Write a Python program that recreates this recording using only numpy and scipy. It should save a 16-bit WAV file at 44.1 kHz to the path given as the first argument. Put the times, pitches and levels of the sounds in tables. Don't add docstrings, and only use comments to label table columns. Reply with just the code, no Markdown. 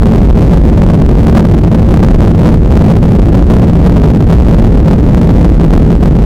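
import sys
import numpy as np
from scipy import signal
from scipy.fft import rfft, irfft
from scipy.io import wavfile
from scipy.ndimage import uniform_filter1d

SR = 44100
rng = np.random.default_rng(int(sys.argv[2]) if len(sys.argv) > 2 else 0)


def generate_wav(sig):
    pcm = np.round(np.clip(np.atleast_2d(sig).T, -1, 1) * 32767).astype(np.int16)
    wavfile.write(sys.argv[1], SR, pcm)


def field_ratio(decibels):
    return 10 ** (np.asarray(decibels, dtype=float) / 20)


N = 275625

# f/Hz, spectral density level/dB (per Hz)
ROAR_SPECTRUM = [
    (15, -11),
    (31, -12),
    (90, 1),
    (250, -4.5),
    (350, -9),
    (500, -24.5),
    (800, -38.5),
    (1500, -48),
    (3000, -70),
]
# t/s, level/dB (swing)
GUSTS = [(0.17, 7.5), (0.42, 9.5), (0.57, 4), (1.0, 2.5), (1.119, 10), (1.268, 14), (1.382, 15.5),
         (1.53, 7.5), (1.76, 5), (1.93, 7), (2.031, 8.5), (2.25, 8), (2.46, 12), (2.78, 5), (2.929, 5.5),
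         (3.25, 5.5), (3.37, 5), (3.52, 10.5), (3.87, 6), (3.96, 5.5), (4.06, 4.5), (4.331, 13.5),
         (4.508, 9), (4.62, 4), (4.902, 6.5), (5.17, 7.5), (5.6, 3.5), (5.74, 8), (6.06, 3.5), (6.21, 1)]
# t/s, level/dB (swing)
LULLS = [(0.31, -13.5), (1.06, -2.5), (2.602, -15.5), (2.88, -1), (3.17, -2.5), (3.45, -12.5), (3.78, -6),
         (3.91, -4), (4.261, -11), (4.43, -5.5), (4.562, -8), (4.7, -5.5), (4.97, -5), (5.36, -3.5),
         (5.52, -3.5), (5.7, -6.5), (5.84, -2.5), (5.999, -13.5), (6.13, -11)]
# f/Hz, width/Hz, level/dB
BOOM_MODES = [
    (110.16, 28, -3.5),
    (159.35, 20, -1),
    (178.42, 23.64, -3),
    (218.93, 26.8, -4.5),
]
# f/Hz, width/Hz, level/dB
SHUDDER_MODES = [
    (47.66, 20, -1.5),
    (68.27, 25, -3.5),
    (38.75, 12, -9.5),
]
# t/s, level/dB (swing), length/s
JOLTS = [(0.0, 9, 0.058), (0.07, -3.5, 0.12), (0.31, 4, 0.11), (0.64, 4, 0.089), (0.79, -2, 0.07),
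         (0.96, -7.5, 0.076), (1.1, 2.5, .12), (1.46, -6, .1), (1.62, -0.5, 0.082), (1.74, -7.5, .1),
         (2.15, 5, 0.085), (2.36, -6.5, 0.081), (2.46, -3.5, 0.027), (2.62, 2.5, 0.087), (2.77, 3.5, 0.088),
         (2.92, -6.5, 0.18), (3.12, -10.5, 0.045), (3.21, 4.5, .07), (3.42, 5.5, 0.056), (3.66, -6, .08),
         (4.19, -9.5, 0.083), (4.39, 8, .1), (4.79, 2.5, 0.077), (4.87, -6.5, .06), (4.98, -5, .06),
         (5.07, 3, .08), (5.21, -7, 0.056), (5.48, 3.5, 0.12), (5.78, 6, 0.063), (6.19, -2.5, 0.056)]
# f/Hz, spectral density level/dB (per Hz)
HISS_SPECTRUM = [
    (500, -2.5),
    (1500, 16),
    (4000, 3.5),
    (9000, -6.5),
    (16000, -8),
    (20000, -29),
]

ROAR_DB, BOOM_DB, SHUDDER_DB, HISS_DB = -5, -3, -2.5, -43.5
GUST_S, LULL_S = 0.046, 0.05
FADE_DB_PER_S = -0.37
BOOM_PER_GUST, BOOM_PER_JOLT = 0.25, -0.19

CEILING = np.sqrt(0.5)
HOLD_S, EASE_S = 0.00019, 0.00004
SOAK = 0.21
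SETTLE_DB, SETTLE_S = -29.5, 0.0011
EDGE_HZ, TOP_HZ = 15900, 16650
TOP_GATE_DB, TOP_DB = -0.6, -3


def roar():
    level_db = ROAR_DB + 0.19 * surge_db()
    return field_ratio(level_db) * steadied(coloured(ROAR_SPECTRUM), 0.025, 0.45)


def boom():
    level_db = BOOM_DB + 0.8 * boom_swing_db() + 0.12 * surge_db()
    return field_ratio(level_db) * steadied(ringing(BOOM_MODES), 0.034, 0.7)


def shudder():
    level_db = SHUDDER_DB + 1.1 * centred(swells(JOLTS))
    return field_ratio(level_db) * steadied(ringing(SHUDDER_MODES), 0.05, 0.82)


def vents():
    return field_ratio(HISS_DB) * coloured(HISS_SPECTRUM)


def gust_db():
    gusts = [(*row, GUST_S) for row in GUSTS]
    lulls = [(*row, LULL_S) for row in LULLS]
    return swells(gusts + lulls)


def surge_db():
    return centred(gust_db() + FADE_DB_PER_S * np.arange(N) / SR)


def boom_swing_db():
    return centred(BOOM_PER_GUST * gust_db() + BOOM_PER_JOLT * swells(JOLTS))


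def centred(level_db):
    return level_db - level_db.mean()


def swells(rows):
    t = np.arange(0, N + 64, 64) / SR
    level = np.zeros(len(t))
    for centre, db, length in rows:
        level += db * np.exp(-4 * np.log(2) * ((t - centre) / length) ** 2)
    return np.interp(np.arange(N) / SR, t, level)


def coloured(points):
    hz = np.fft.rfftfreq(N, 1 / SR)
    f, db = np.transpose(points)
    shape = field_ratio(np.interp(np.log(hz + 1), np.log(f + 1), db, left=-60, right=-100))
    return evened(irfft(rfft(rng.standard_normal(N)) * shape, N))


def ringing(modes):
    hz = np.fft.rfftfreq(N, 1 / SR)
    out = np.zeros(len(hz), complex)
    for f, width, db in modes:
        drive = rfft(rng.standard_normal(N)) / np.sqrt(width)
        out += field_ratio(db) * drive / (1 + 2j * (hz - f) / width) ** 2
    return evened(irfft(out, N))


def steadied(x, seconds, share):
    size = round(seconds * SR)
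    power = uniform_filter1d(uniform_filter1d(x ** 2, size), size)
    return evened(x / (abs(power) + 1e-4) ** (share / 2))


def evened(x):
    return x / np.sqrt(np.mean(x ** 2) + 1e-20)


def stick(x):
    over = np.maximum(abs(x) - CEILING, 0)
    edges = np.diff(np.r_[0, over > 0, 0])
    starts, ends = np.flatnonzero(edges > 0), np.flatnonzero(edges < 0)
    longest = HOLD_S * SR * field_ratio(1.35 * rng.standard_normal(N + 1))
    longest[:N] *= field_ratio(0.18 * surge_db())
    out = np.clip(x, -CEILING, CEILING)
    snaps = np.zeros(N + 99)
    for start, end in zip(starts, ends):
        charge = SOAK * over[start:end].sum()
        hold = max(min(charge, longest[end], N - 1 - end), 0)
        last = end + int(np.ceil(hold))
        rail = np.sign(x[start]) * CEILING
        freed = np.exp((np.arange(end, last) - end - hold) / (EASE_S * SR))
        snaps[last] = abs(rail - out[last - 1])
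        out[end:last] = rail + freed * (out[end:last] - rail)
    fizz = signal.lfilter([1], [1, -np.exp(-1 / (SETTLE_S * SR))], snaps[:N])
    return out + field_ratio(SETTLE_DB) * fizz * rng.standard_normal(N)


def band_limit(x):
    low = low_passed(x, EDGE_HZ, size=1023)
    top = low_passed(x, TOP_HZ, size=161) - low
    power = uniform_filter1d(top ** 2, size=3500)
    lively = power > uniform_filter1d(power, size=SR) * field_ratio(2 * TOP_GATE_DB)
    gate = uniform_filter1d(1.0 * lively, size=300)
    return low + field_ratio(TOP_DB) * top * gate


def low_passed(x, hz, size):
    taps = signal.firwin(size, hz, window=("kaiser", 7), fs=SR)
    return signal.oaconvolve(np.pad(x, len(taps) // 2, "reflect"), taps, "valid")


def scene():
    return (roar() + boom() + shudder() + vents())[None]


def roll_off(x):
    return signal.sosfilt(signal.butter(12, 17200, fs=SR, output="sos"), x)


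def record(dry):
    ripple = field_ratio(-43) * coloured([(30, 34), (200, -19), (700, 1), (2000, -16), (6000, -53)])
    flat = np.clip(stick(dry[0]) + ripple, -CEILING, CEILING)
    flat *= np.minimum(np.arange(N, 0, -1) / 60, 1)
    return roll_off(band_limit(flat)[None])


dry = scene()
out = record(dry)
generate_wav(out)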